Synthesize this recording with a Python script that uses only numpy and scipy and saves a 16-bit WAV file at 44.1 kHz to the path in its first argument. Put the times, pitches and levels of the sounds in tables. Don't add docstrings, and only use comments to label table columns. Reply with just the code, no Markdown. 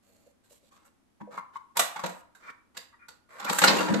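import sys
import numpy as np
from scipy import signal
from scipy.fft import rfft, irfft
from scipy.io import wavfile
from scipy.ndimage import uniform_filter1d

SR = 44100
rng = np.random.default_rng(int(sys.argv[2]) if len(sys.argv) > 2 else 0)


def digitize_waveform(pressure):
    field = np.atleast_2d(pressure).T
    bounded = np.clip(field, -1, 1)
    quanta = np.round(bounded * 32767).astype(np.int16)
    wavfile.write(sys.argv[1], SR, quanta)


N = 176400
HZ = np.fft.rfftfreq(N, 1 / SR)


def amp(db):
    return 10 ** (np.asarray(db) / 20)


def unit_rms(x):
    return x / np.sqrt(np.mean(x ** 2) + 1e-20)


def curve(points, hz):
    f, value = np.transpose(points)
    return np.interp(np.log(hz + 1), np.log(f + 1), value)


def add(mix, s, sound):
    part = mix[:, max(round(s * SR), 0):][:, :sound.shape[1]]
    part += sound[:, :part.shape[1]]


def panned(pan_db):
    return amp(np.array([[pan_db], [-pan_db]]) / 2)


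def room_tone():
    # (frequency [Hz], level [dB])
    spectrum = [(25, -11.5), (100, -4), (140, -12.5), (240, -2.5), (450, -14), (1200, -19), (4000, -28.5),
                (12000, -32), (13200, -52.5)]
    noise = rfft(rng.standard_normal((2, N)))
    return amp(-69.5) * unit_rms(irfft(noise * amp(curve(spectrum, HZ)), N))


def room_reverb(send):
    # (frequency [Hz], t60 [s])
    decay = [(100, 0.18), (400, 0.34), (1000, 0.52), (2800, 0.39), (7000, 0.3), (14000, 0.28)]
    hz, t, noise = signal.stft(rng.standard_normal((2, SR)), SR, nperseg=256)
    tail = signal.istft(noise * amp(-60 * t / curve(decay, hz)[:, None]), SR, nperseg=256)[1]
    tail *= np.minimum(np.arange(tail.shape[1]) / SR / .0041, 1)
    return signal.fftconvolve(send, tail / np.linalg.norm(tail[0]), axes=1)[:, :N]


def ringing(modes):
    t = np.arange(SR * 3 // 4) / SR
    lead_turns, out = np.array([[0], [.25]]), np.zeros((2, len(t)))
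    for hz, db, t60 in modes:
        turns = hz * t + lead_turns * (hz < 450) + .2 * rng.random((2, 1))
        out += amp(db - 60 * t / t60) * np.sin(2 * np.pi * turns)
    return out


def blind_resonance(slats):
    # (frequency [Hz], level [dB], t60 [s])
    modes = [(182, -13, 0.44), (275, -16, 0.6), (307.2, -9.5, 1), (566, -14.5, 0.34), (688, -11, 0.4),
             (825.4, -6, 0.47), (966.6, -5, 0.44), (1088, -8, 0.39), (1370, -20.5, .35)]
    ring = ringing(modes)
    return amp(-18.5) * signal.fftconvolve(slats[:1], ring / np.linalg.norm(ring[0]), axes=1)[:, :N]


def knocks(hits, modes, attack_s):
    out, t = np.zeros((2, N)), np.arange(SR // 10) / SR
    for s, db in hits:
        ring = ringing(modes)
        ring *= np.sin(np.pi / 2 * np.minimum(np.arange(ring.shape[1]) / SR / attack_s, 1)) ** 2
        echoes = rng.standard_normal((2, len(t))) * np.exp(-t / .019)
        paths = (t == 0) + amp(-1) * echoes / np.linalg.norm(echoes[0])
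        add(out, s, signal.fftconvolve(ring, paths, axes=1) * amp(db))
    return out


def gear_knocks():
    # (time [s], level [dB])
    hits = [(.088, -58), (.263, -49), (.507, -52), (.627, -60), (1.27, -36)]
    # (frequency [Hz], level [dB], t60 [s])
    modes = [(495, -2, .08), (570, 0, .06), (720, -10, .04)]
    return knocks(hits, modes, attack_s=.007)


def wand_taps():
    # (time [s], level [dB])
    hits = [(1.377, -20), (1.448, -47.5), (1.556, -26.5)]
    # (frequency [Hz], level [dB], t60 [s])
    modes = [(970, -6, .04), (1012, -25, .4), (1080, 0, .04), (1389, -12, .035), (1600, -14, .02),
             (2100, -15, .025)]
    return knocks(hits, modes, attack_s=.004)


def rail_bumps():
    # (time [s], level [dB])
    hits = [(1.208, -36), (3.675, -28), (3.9, -17), (3.926, -18), (3.95, -20), (3.974, -23)]
    # (frequency [Hz], level [dB], t60 [s])
    modes = [(205, 0, .2), (255, -6, .16), (310, -5, .16)]
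    return knocks(hits, modes, attack_s=.009)


def shut_snap():
    # (time [s], level [dB])
    hits = [(3.6745, -13), (3.679, -11.5)]
    # (frequency [Hz], level [dB], t60 [s])
    modes = [(4140, 2, 0.016), (4505, 3.5, 0.012), (5120, 1.5, 0.011)]
    return knocks(hits, modes, attack_s=.001)


def contacts(grain_db):
    # (frequency [Hz], level [dB])
    miked_tone = [(30, -48), (100, -24.5), (135, -25), (185, -0.5), (260, -9.5), (410, -9), (560, 0),
                  (690, -3), (800, 3.5), (1100, 6.5), (1400, 5.5), (1950, 1), (2500, -3.5), (3150, -7.5),
                  (3900, -5.5), (4900, -11), (5800, -12.5), (7000, -9.5), (8200, -8), (8900, -18),
                  (9500, -28), (10500, -19), (11800, -11), (12400, -20.5), (13200, -30), (15500, -35)]
    shared_power, crossovers_hz = .032, (600, 2500, 6500)
    grit = rng.standard_normal((3, N))
    grit *= amp(grain_db * np.repeat(rng.standard_normal(N // 16 + 1), 16)[:N])
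    stereo = np.sqrt(1 - shared_power) * grit[:2] + np.sqrt(shared_power) * grit[2]
    spectrum = rfft(stereo) * amp(curve(miked_tone, HZ))
    lowpasses = [0 * HZ] + [1 / (1 + (HZ / f) ** 8) for f in crossovers_hz] + [1 + 0 * HZ]
    return np.array([unit_rms(irfft(spectrum * band, N)) for band in np.diff(lowpasses, axis=0)])


def one_slat(bands, s, size):
    depth_db, spacing_hz = 3.3, 130
    part = bands[:, :, round(s * SR):][:, :, :size]
    hz = np.fft.rfftfreq(part.shape[2], 1 / SR)
    grid = np.arange(0, SR / 2, spacing_hz)
    comb = unit_rms(amp(depth_db * np.interp(hz, grid, rng.standard_normal(len(grid)))))
    return irfft(rfft(part) * comb, part.shape[2])


def slat_rubs():
    # (start [s], length [s], bass [dB], body [dB], ring [dB], tick [dB], swell [dB])
    strokes = [(0.024, 0.29, -72.5, -76.5, -77.5, -74.5, -5), (0.433, 0.12, -92, -83, -78.5, -77, -15),
               (0.495, 0.082, -76, -82, -72, -65.5, -9.5), (0.571, 0.12, -81, -102, -79, -80.5, 11),
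               (0.708, 0.061, -72, -66.5, -72, -73, 2.5), (0.769, 0.12, -82, -70.5, -78, -82, 5),
               (0.846, 0.025, -90, -71, -99, -66.5, -2), (1.199, 0.016, -58.5, -51.5, -77, -80, 7),
               (1.304, 0.087, -54, -50.5, -62, -69, 7.5), (1.527, 0.044, -70.5, -60, -68.5, -74.5, 13),
               (1.748, 0.022, -64, -47, -60, -63, 31), (2.02, 0.19, -72, -65, -76, -64, -7),
               (2.396, 0.11, -66.5, -58, -67, -76, 16), (2.743, 0.031, -67, -56, -65.5, -73, 5.5),
               (3.285, 0.13, -64, -53.5, -70, -69.5, 11.5), (3.381, 0.12, -58, -43, -55.5, -67, 22),
               (3.483, 0.16, -46, -43, -45.5, -42, 10), (3.64, 0.1055, -26, -35.5, -42, -47.5, 7.5),
               (3.75, 0.12, -33, -34, -39, -49, -8.5), (3.869, 0.14, -49.5, -38.5, -52.5, -54.5, -6.5)]
    flutter_db, flutter_s, fade_s = 1.5, .01, .012
    bands, out = contacts(grain_db=3.5), np.zeros((2, N))
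    bands *= amp(flutter_db * unit_rms(uniform_filter1d(rng.standard_normal(N), int(flutter_s * SR))))
    for s, length, *levels, swell_db in strokes:
        rub = np.tensordot(amp(levels), one_slat(bands, s, round((length + fade_s) * SR)), 1)
        t = np.arange(rub.shape[1]) / SR
        fades = np.clip(np.minimum(t, length + fade_s - t) / fade_s, 0, 1)
        swell = amp(swell_db * (np.minimum(t / length, 1) - .5))
        add(out, s, rub * fades * swell)
    return out * panned(-2)


def slat_scrapes():
    # (start [s], length [s], level [dB], pitch [Hz])
    drags = [(2.423, 0.056, -51.5, 1390), (2.476, 0.029, -40, 1370), (2.925, 0.033, -55, 1150),
             (2.988, 0.081, -56, 1407), (3.463, .035, -34, 1399)]
    # (ratio to the pitch, width [Hz], level [dB])
    resonances = [(.83, 69, -7.5), (1, 80, -1.5), (1.252, 500, -3), (1.52, 120, -14.5), (1.692, 89, -3.5)]
    sag, out = .036, np.zeros((2, N))
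    for s, length, db, hz in drags:
        progress = np.linspace(0, 1, round(length * SR))
        turns = np.cumsum(hz * (1 - sag * (progress - .5))) / SR
        scrape = np.zeros((2, len(turns)))
        for ratio, width, mode_db in resonances:
            friction = rng.standard_normal((2, N // 10)) + 1j * rng.standard_normal((2, N // 10))
            lowpass = signal.butter(2, width / 2, fs=SR, output="sos")
            wobble = signal.sosfilt(lowpass, friction)[:, -len(turns):]
            scrape += amp(mode_db) * unit_rms((wobble * np.exp(2j * np.pi * ratio * turns)).real)
        pressure = np.interp(progress, [0, .6, 1], [0, 1, 0]) ** .5
        add(out, s, amp(db) * unit_rms(scrape) * pressure)
    return out


def slat_clacks():
    # (time [s], level [dB], bass [dB], body [dB],
    # ring [dB], tick [dB], left over right [dB], slat pitch [Hz], decay [s])
    hits = [(1.769, 0.5, -38.5, -23, -24.5, -20.5, 0.5, 940, 0.0058),
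            (1.792, 0.5, -37, -18, -21, -17.5, -0.5, 717, 0.01),
            (1.959, -38.5, -6.5, 5.5, -3.5, -11, -4.5, 850, 0.0089),
            (1.992, -30.5, -25.5, -2, -12.5, -15, 1.5, 1116, 0.0054),
            (2.036, -24.5, -5, -4.5, -10.5, -21, -1.5, 940, 0.013),
            (2.06, -32.5, -33, -8, -7, -6.5, -5, 1017, 0.0022),
            (2.092, -33, -47, -10, -28, -17, -6, 698, 0.0028),
            (2.349, -45.5, -23.5, -7.5, -15, -12.5, -4, 1587, 0.017),
            (2.769, -35, -14, -7.5, 2, -2.5, -1.5, 1698, 0.0045),
            (3.083, -46.5, -12, 0.5, -2.5, -3, -3, 1435, 0.0095),
            (3.397, -31, -17.5, -14, -9, -14, -2, 818, 0.0038),
            (3.444, -21.5, -16, -15, -11, -17, -1, 1100, 0.0034),
            (3.495, -15, -10.5, -14, -9.5, -15, -0.5, 1010, 0.0056),
            (3.527, -19, -42, -7, -14, -10, -2.5, 1335, 0.0029),
            (3.585, -13, -38, -9, -10, -6.5, 0, 1566, 0.0024),
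            (3.616, -6, -19.5, -13.5, -14.5, -29, 0.5, 858, 0.017),
            (3.637, 0, -40, -8, -18, -17.5, -0.5, 1436, 0.0074),
            (3.677, -4.5, -22, -13, -11.5, -25.5, 1.5, 1085, 0.0098),
            (3.787, -22.5, -3.5, -5, -21, -15, -5, 2760, 0.0037),
            (3.804, -16.5, -11, -10, -17, -28, 4, 1388, 0.0095),
            (3.882, -24, -2, -5, -11, -44, 0.5, 936, 0.01),
            (3.938, -16.5, -7.5, -12.5, -12, -26, -3.5, 1483, 0.0045)]
    attack_s, bass_stretch, note_t60_s = .0038, 2.17, .042
    bands, out, t = contacts(grain_db=2.5), np.zeros((2, N)), np.arange(SR // 6) / SR
    for s, level, bass, body, ring, tick, pan, hz, decay in hits:
        gain = amp(level - 5) * panned(pan)
        flurry = one_slat(bands, s, len(t))
        for band, db, stretch in zip(flurry, (bass, body, ring, tick), (bass_stretch, 1, 1, 1)):
            age = t[:band.shape[1]] / stretch
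            rise = np.minimum(age / attack_s, 1) ** .5
            fall = np.exp(-np.maximum(age - 2 * attack_s, 0) / decay)
            add(out, s, gain * band * amp(db) * rise * fall)
        note_db = body + 6.5 - .15 * level
        note = ringing([(hz, note_db, note_t60_s)])[:, :len(t)]
        add(out, s, gain * note * np.minimum(t / attack_s, 1))
    return out


def scene():
    clack = slat_clacks()
    friction = slat_rubs() + slat_scrapes()
    knock = wand_taps() + gear_knocks() + rail_bumps() + shut_snap()
    ring = blind_resonance(clack + friction)
    reverb = room_reverb(amp(-4.5) * clack + amp(-9) * friction + amp(-9.5) * knock)
    return clack + friction + knock + ring + reverb + room_tone()


def record(dry):
    # (frequency [Hz], left over right [dB])
    balance = [(250, 0.5), (1200, 2.5), (4000, -2.5), (12000, -4.5)]
    pan_db = curve(balance, np.fft.rfftfreq(2 * N, 1 / SR))
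    heard = irfft(rfft(dry, 2 * N) * amp(np.array([[.5], [-.5]]) * pan_db))[:, :N]
    lowpass = signal.firwin(511, 15800, window=("kaiser", 9), fs=SR)
    return signal.oaconvolve(heard, lowpass[None], "same")


dry = scene()
out = record(dry)
digitize_waveform(out)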